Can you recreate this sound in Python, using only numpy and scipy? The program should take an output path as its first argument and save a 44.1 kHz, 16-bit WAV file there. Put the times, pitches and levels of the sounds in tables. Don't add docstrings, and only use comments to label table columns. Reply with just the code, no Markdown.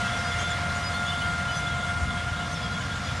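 import sys
import numpy as np
from scipy import signal
from scipy.fft import rfft, irfft
from scipy.io import wavfile
from scipy.ndimage import uniform_filter1d

SR = 44100
rng = np.random.default_rng(int(sys.argv[2]) if len(sys.argv) > 2 else 0)


def linear_from_db(decibels):
    return 10 ** (np.asarray(decibels, float) / 20)


def store_pcm(level_fs):
    pcm = np.round(np.clip(level_fs, -1, 1) * 32767).astype(np.int16)
    wavfile.write(sys.argv[1], SR, np.atleast_2d(pcm).T)


N = 141120
T = np.arange(N) / SR
HZ = np.fft.rfftfreq(N, 1 / SR)

# start in seconds, length in seconds.
GUSTS_S = [
    (0.067, 0.032),
    (0.555, 0.22),
    (0.95, 0.11),
    (1.227, 0.2),
    (1.652, 0.673),
    (2.482, 0.37),
    (2.978, 0.14),
]
# frequency in Hz, density in dB per Hz.
RUMBLE_HZ_DB = [(22, -94), (40, -66.5), (62, -60.5), (110, -57), (170, -58.5), (240, -64), (310, -72),
                (390, -77)]
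# multiple of the four-stroke cycle rate, level in dB rms.
EXHAUST_ORDER_DB = [(4, -58), (6, -38), (7, -47), (9, -46.5), (13, -57)]
# start in seconds, frequency in Hz, peak in dB, length in seconds.
BUMPS = [
    (.075, 90, -27, .03),
    (2.002, 74, -25, .065),
    (2.105, 85, -28, .035),
    (2.055, 60, -29, .05),
    (2.26, 90, -28, .025),
    (2.31, 90, -28, .025),
    (2.385, 80, -28, .035),
]
# time in seconds, level of the rush in dB.
RECEDE_S_DB = [(0.0, -36), (2.35, -39.5), (3.2, -38.5)]
# frequency in Hz, density in dB per Hz.
ROAR_HZ_DB = [(390, -80.5), (480, -70), (750, -69), (930, -71), (1030, -67.5), (1250, -69), (1400, -63),
              (1470, -76)]
# frequency in Hz, density in dB per Hz.
HISS_HZ_DB = [(1470, -78.5), (1570, -69.5), (1800, -70), (2150, -70.5), (2500, -75), (4000, -78),
              (6000, -81), (7900, -85)]
# centre in Hz, width in Hz, level in dB
CHATTER = [(3510, 370, -51.5), (2950, 370, -53), (1597, 87, -48), (1036, 42, -53)]
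# start in seconds, length in seconds, pitch in Hz, peak in dB.
DISC_SQUEAKS = [(0.232, 0.076, 4870.0, -41), (0.299, 0.05, 3480, -34.5), (0.351, 0.031, 2825.0, -37),
                (0.374, 0.071, 3180, -35), (0.377, 0.07, 6470, -41.5), (0.409, 0.114, 3500, -36.5),
                (0.496, 0.036, 7088.0, -38), (0.743, 0.043, 6900, -41), (0.83, 0.065, 4950, -31.5),
                (0.923, 0.055, 4330, -40), (0.946, 0.066, 3568.0, -38), (1.045, 0.049, 3300.0, -36.5),
                (1.054, 0.04, 6742.0, -44), (1.07, 0.051, 3480, -27.5), (1.202, 0.039, 2980, -35),
                (1.472, 0.064, 2990, -33.5), (1.489, 0.11, 4975.0, -43), (1.521, 0.055, 3420, -35),
                (1.55, 0.051, 6120, -37.5), (1.66, 0.027, 3447.0, -33.5), (1.794, 0.052, 3370, -37.5),
                (1.797, 0.035, 6760, -43), (1.855, 0.067, 3360, -38.5), (2.514, 0.038, 6120, -42),
                (2.612, 0.046, 4920, -42), (2.644, 0.044, 3300, -36.5), (2.694, 0.052, 4020, -44),
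                (2.72, 0.069, 3360, -37.5), (3.039, 0.053, 4830, -43), (3.053, 0.067, 3420, -38.1),
                (0.067, 0.037, 3300, -35.5), (0.104, 0.051, 3410, -38), (0.164, 0.041, 3350, -41),
                (0.264, 0.056, 3300, -39), (.335, .04, 5350, -44), (.415, 0.038, 6600, -41),
                (.5, 0.045, 3440, -32.5), (.6, 0.05, 2950, -53), (1.056, 0.1, 2950, -41),
                (1.123, 0.068, 3380, -37), (1.175, 0.046, 3560, -41), (1.214, 0.063, 3280, -40),
                (1.291, 0.029, 3330, -39.5), (1.6, 0.055, 3490, -39.5), (1.963, 0.033, 3330, -42),
                (2.089, 0.052, 3450, -38.5), (2.157, 0.049, 3330, -39), (2.393, 0.055, 3425, -43),
                (3.157, 0.034, 7400, -47)]
# start in seconds, length in seconds, pitch in Hz, peak in dB.
LOW_SQUEAKS = [(0.036, 0.046, 2650, -35.5), (0.067, 0.026, 2990, -37), (.375, .03, 3509, -36),
               (.375, .05, 2820, -40), (.835, 0.052, 2971, -43), (.92, 0.045, 3423, -39),
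               (1.108, 0.048, 3057, -40), (1.295, .03, 2756, -52), (1.42, .05, 3550, -40.5),
               (1.563, .035, 3460, -43), (1.693, .05, 3350, -39), (1.825, .03, 3509, -40),
               (2.1, .035, 3531, -51), (2.175, .03, 2928, -47), (2.37, .03, 3746, -41),
               (2.549, 0.037, 3574, -38), (2.554, 0.033, 3294, -42), (2.601, 0.057, 3402, -37.5),
               (2.743, .03, 2950, -46), (2.79, 0.038, 3510, -47), (2.795, .035, 3014, -40),
               (2.802, 0.041, 3270, -44), (2.895, 0.048, 3370, -40), (3.012, 0.032, 3445, -48)]
# start in seconds, length in seconds, pitch in Hz, peak in dB.
HIGH_SQUEAKS = [(.155, .035, 5700, -44), (0.187, 0.033, 5404, -40.5), (.372, .045, 5641, -44),
                (.377, 0.046, 6244, -43), (.402, .035, 7000, -42), (0.48, .05, 7299, -51),
                (.5, .03, 6761, -48), (0.693, 0.025, 4000, -44), (.77, 0.027, 4866, -49),
                (1.663, 0.032, 6800, -49), (2.53, 0.065, 5297, -43), (2.618, 0.041, 5260, -44),
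                (2.67, .025, 4970, -47), (2.72, .03, 4823, -46), (2.794, .035, 6800, -45),
                (3.056, 0.037, 6847, -47), (3.152, .04, 5146, -45)]
# frequency in Hz, level at start in dB, level at end in dB, unsteadiness in dB.
WHINES = [(62, -51, -50, 3), (161.6, -47, -48, 1.5), (186, -51, -51, 2), (746, -53, -63, 3),
          (1292.5, -49, -54, 3), (1357, -55, -52, 3), (4972, -64, -68, 4), (7100, -66, -71, 4)]
# time in seconds, piston rate in Hz, overtone change in dB, fundamental change in dB.
DRIVE_A = [(0, 702.7, -.5, 2), (.6, 702.3, -.5, 1.5), (1.2, 701.85, 0, 0), (1.8, 701.8, 0, 0),
           (1.95, 702.2, -1, -.5), (2.15, 702.5, -3.5, -.5), (2.45, 703.1, -5.5, -3), (2.75, 703.3, -6, -8),
           (3.2, 703.7, -8.5, -13)]
# time in seconds, rate above the first in Hz, overtone and fundamental change in dB.
DRIVE_B = [(0, 8.1, -10, 2), (.35, 7.9, -9, 2), (.8, 7.7, -9, 0), (1.1, 8, -9, -1), (1.3, 8, -6, 0),
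           (1.45, 8, -12, -3), (1.7, 8, -18, -4), (1.8, 8, 2.5, -3), (2.1, 8, 1.5, -1), (2.38, 8, -2, -2),
           (2.48, 8, -11, -3), (2.58, 8, -3, -2), (2.92, 8, -4.5, -1), (3.05, 8, -14, -4)]
# time in seconds, rate above the first in Hz, the same two changes in dB.
DRIVE_C = [(0, 10.05, -10, -9), (.95, 9.9, -9, -9), (1.1, 9.3, -9, -9), (1.35, 9.3, -10, -9),
           (1.5, 9.3, -30, -20)]
# multiple of the piston rate, level in dB rms,
# share of the overtone change, share of the fundamental change.
A_TONES = [(1, -41, 0, 1), (2, -33.7, .95, 0), (3, -43.5, .9, .45), (4, -59, .9, 0), (5, -60, .9, 0)]
# multiple, level in dB rms, share of the overtone and fundamental change.
B_TONES = [(1, -48, 0, 1), (2, -40.5, 1, 0), (3, -59, .6, 0)]
# frequency in Hz, gain in dB.
COPY_GAIN_HZ_DB = [(7900, -21.5), (8600, -19), (9000, -26), (9600, -20), (10300, -19), (11000, -23),
                   (11150, -27.5), (12200, -15)]


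def in_time(rows):
    s, *columns = np.transpose(rows)
    return [np.interp(T, s, c) for c in columns]


def at_hz(points, outside_db):
    f, db = np.transpose(points)
    return np.interp(np.log(HZ + 1), np.log(f), db, left=outside_db, right=outside_db)


def drift(rate_hz):
    r = np.exp(-80 * np.pi * rate_hz / SR)
    noise = rng.standard_normal(N // 40 + 2002)
    slow = signal.lfilter([1], [1, -2 * r, r * r], noise)[2000:]
    return np.interp(np.arange(N) / 40, np.arange(len(slow)), slow / slow.std())


def band(x, low_hz, high_hz):
    return signal.sosfilt(signal.butter(3, [low_hz, high_hz], "band", fs=SR, output="sos"), x)


def narrow(x, low_hz, high_hz):
    rise = np.clip((HZ - low_hz) / 40 + .5, 0, 1) ** 2
    fall = np.clip((high_hz - HZ) / 40 + .5, 0, 1) ** 2
    return irfft(rfft(x) * rise * fall, N)


def tone(hz, db, flutter_db, rate_hz, start_turn=None):
    start = rng.random() if start_turn is None else start_turn
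    phase = 2 * np.pi * (np.cumsum(hz + 0 * T) / SR + start)
    phase = phase + 0.061 * flutter_db * drift(rate_hz)
    return np.sqrt(2) * linear_from_db(db + flutter_db * drift(rate_hz)) * np.sin(phase)


def air(spectrum, patchy_db, rate_hz):
    f = np.array(spectrum)[:, 0]
    shaped = rfft(rng.standard_normal(N)) * linear_from_db(at_hz(spectrum, -200)) * np.sqrt(SR / 2)
    third = 3 * np.log2((HZ + 1) / f[0])
    together = drift(4.3)
    out = np.zeros(N)
    for k in range(int(3 * np.log2(f[-1] / f[0])) + 2):
        piece = irfft(shaped * np.clip(1 - abs(third - k), 0, 1), N)
        out += piece * linear_from_db(patchy_db * (0.34 * together + drift(rate_hz)))
    return out


def breeze(engine_sound):
    gusts = sum(1. * (T > s) * (T < s + length_s) for s, length_s in GUSTS_S)
    gusts = uniform_filter1d(gusts, SR // 40)
    rumble = air(RUMBLE_HZ_DB, 1, 5) + .5 * engine_sound
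    return gusts * linear_from_db(-18 + 3 * drift(4)) * narrow(rumble, 25, 290)


def engine():
    cycle_hz = 14.2
    out = air(RUMBLE_HZ_DB, 1.0, 1.7)
    for order, db in EXHAUST_ORDER_DB:
        out += tone(order * cycle_hz, db, 1.0, 3.0)
    for s, hz, db, length_s in BUMPS:
        u = np.clip((T - s) / length_s, 0, 1)
        out += linear_from_db(db) * np.sin(np.pi * u) ** 2 * np.sin(2 * np.pi * hz * (T - s))
    return out


def faint_squeaks():
    per_s, base_db = 60, -50
    when, length, pitch, level = rng.random((4, int(per_s * T[-1])))
    length_s = .03 + .05 * length
    hz = 3220 * 2.2 ** (.15 * pitch + .85 * pitch ** 9)
    db = base_db - 3 * when + 6 * level - 10 * pitch ** 3
    return np.c_[when * T[-1], length_s, hz, db]


def chatter(level_db):
    out = np.zeros(N)
    for hz, width_hz, db in CHATTER:
        ring = band(rng.standard_normal(N), hz - width_hz / 2, hz + width_hz / 2)
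        out += linear_from_db(db + .5 * level_db + 2.3 * drift(5.5) + 1.9 * drift(13.5)) * ring / ring.std()
    return out


def discs(level_db):
    trim_db, rough, peak_at = -1.5, .27, .52
    wander_share, arch_per_s, sag = .007, .12, .005
    off_centre_share = .48
    skew = np.log(.5) / np.log(peak_at)
    loud = DISC_SQUEAKS
    squeaks = [*loud, *LOW_SQUEAKS, *HIGH_SQUEAKS, *faint_squeaks()]
    out, off = np.zeros(N), np.zeros(N)
    wander, grit = drift(16.8), drift(100.0)
    wander = wander - wander.mean()
    for k, (s, length_s, hz, db) in enumerate(squeaks):
        a, b = int(s * SR), min(int((s + length_s) * SR), N)
        at = (np.arange(a, b) + k * 9973) % N
        arch = np.sin(np.pi * np.linspace(0, 1, b - a) ** skew)
        bend = wander_share * wander[at] + arch_per_s * length_s * (arch - .8)
        bend = bend - sag * np.linspace(-.5, .5, b - a)
        level = linear_from_db(db + trim_db) * arch ** 0.7 * (1 + rough * grit[at])
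        squeak = level * np.sin(2 * np.pi * np.cumsum(hz * (1 + bend)) / SR)
        out[a:b] += squeak
        if k < len(loud) and hz < 6300 and rng.random() < off_centre_share:
            off[a:b] += squeak
    return out + chatter(level_db), signal.hilbert(off).imag


def whines():
    return sum(tone(hz, a + (b - a) * T / T[-1], unsteady_db, 3.4) for hz, a, b, unsteady_db in WHINES)


def fan_drives():
    out = np.zeros(N)
    first_hz = 0
    drives = (DRIVE_A, A_TONES, 0), (DRIVE_B, B_TONES, -.11), (DRIVE_C, B_TONES, -.12)
    for k_drive, (curve, tones, turn) in enumerate(drives):
        hz, over_db, low_db = in_time(curve)
        hz = hz + first_hz
        if k_drive == 0:
            first_hz = hz
        for k, db, over_share, low_share in tones:
            level_db = db + over_share * over_db + low_share * low_db
            out += tone(k * hz, level_db, .55 * k, 7.0, k * turn)
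    return out


def fan_width(mid, other_air, level_lag_s=.0006):
    late = np.roll(mid, int(level_lag_s * SR))
    mixed = linear_from_db(-9) * other_air + linear_from_db(-18) * late
    wide = narrow(linear_from_db(2.5 * drift(3.9)) * mixed, 1140, 1455)
    return wide + .4 * narrow(mid, 1270, 1315)


def scene():
    level_db, = in_time(RECEDE_S_DB)
    level_db = level_db - level_db.mean()
    roar, other_air = (linear_from_db(0.87 * level_db) * air(ROAR_HZ_DB, 0.31, 10.0) for _ in range(2))
    hiss = linear_from_db(level_db) * air(HISS_HZ_DB, 1.0, 9.3)
    engine_sound = engine()
    squeaks, off_centre = discs(level_db)
    mid = engine_sound + roar + hiss + squeaks + whines() + fan_drives()
    side = breeze(engine_sound) + fan_width(mid, other_air) + linear_from_db(-11) * off_centre
    return np.array([mid + side, mid - side])


def swell(x):
    power = x ** 2
    return np.sqrt(uniform_filter1d(power, int(.054 * SR)) / uniform_filter1d(power, SR // 2) + 1e-6)


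def refill_top(dry):
    shift_hz, from_hz, top_edge_hz = 11 * SR / 64, 23 * SR / 128, 11910
    levelling, follow = .75, .35
    spec = rfft(dry)
    fade = np.clip((HZ - from_hz) / 90 + .3, 0, 1)
    gain_db = at_hz(COPY_GAIN_HZ_DB, -200) - .15 * np.clip(HZ - top_edge_hz, 0, None)
    moved = np.roll(spec, int(round(shift_hz * N / SR)), axis=1) * linear_from_db(gain_db) * fade
    treble = swell(narrow(dry.mean(0), 5900, 6300)) ** follow
    out = irfft(spec * (1 - fade), N)
    edges_hz = from_hz + np.array([-1, 3, 6, 7, 8, 9, 10, 14]) * SR / 128
    for low_hz, high_hz in zip(edges_hz, edges_hz[1:]):
        part = irfft(moved * (HZ >= low_hz) * (HZ < high_hz), N)
        out = out + part * treble / swell(part.mean(0)) ** levelling
    return out


def low_pass(x):
    return signal.sosfilt(signal.butter(12, 12150, fs=SR, output="sos"), x)


def record(dry):
    mix = refill_top(dry)
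    return low_pass(mix)


dry = scene()
out = record(dry)
store_pcm(out)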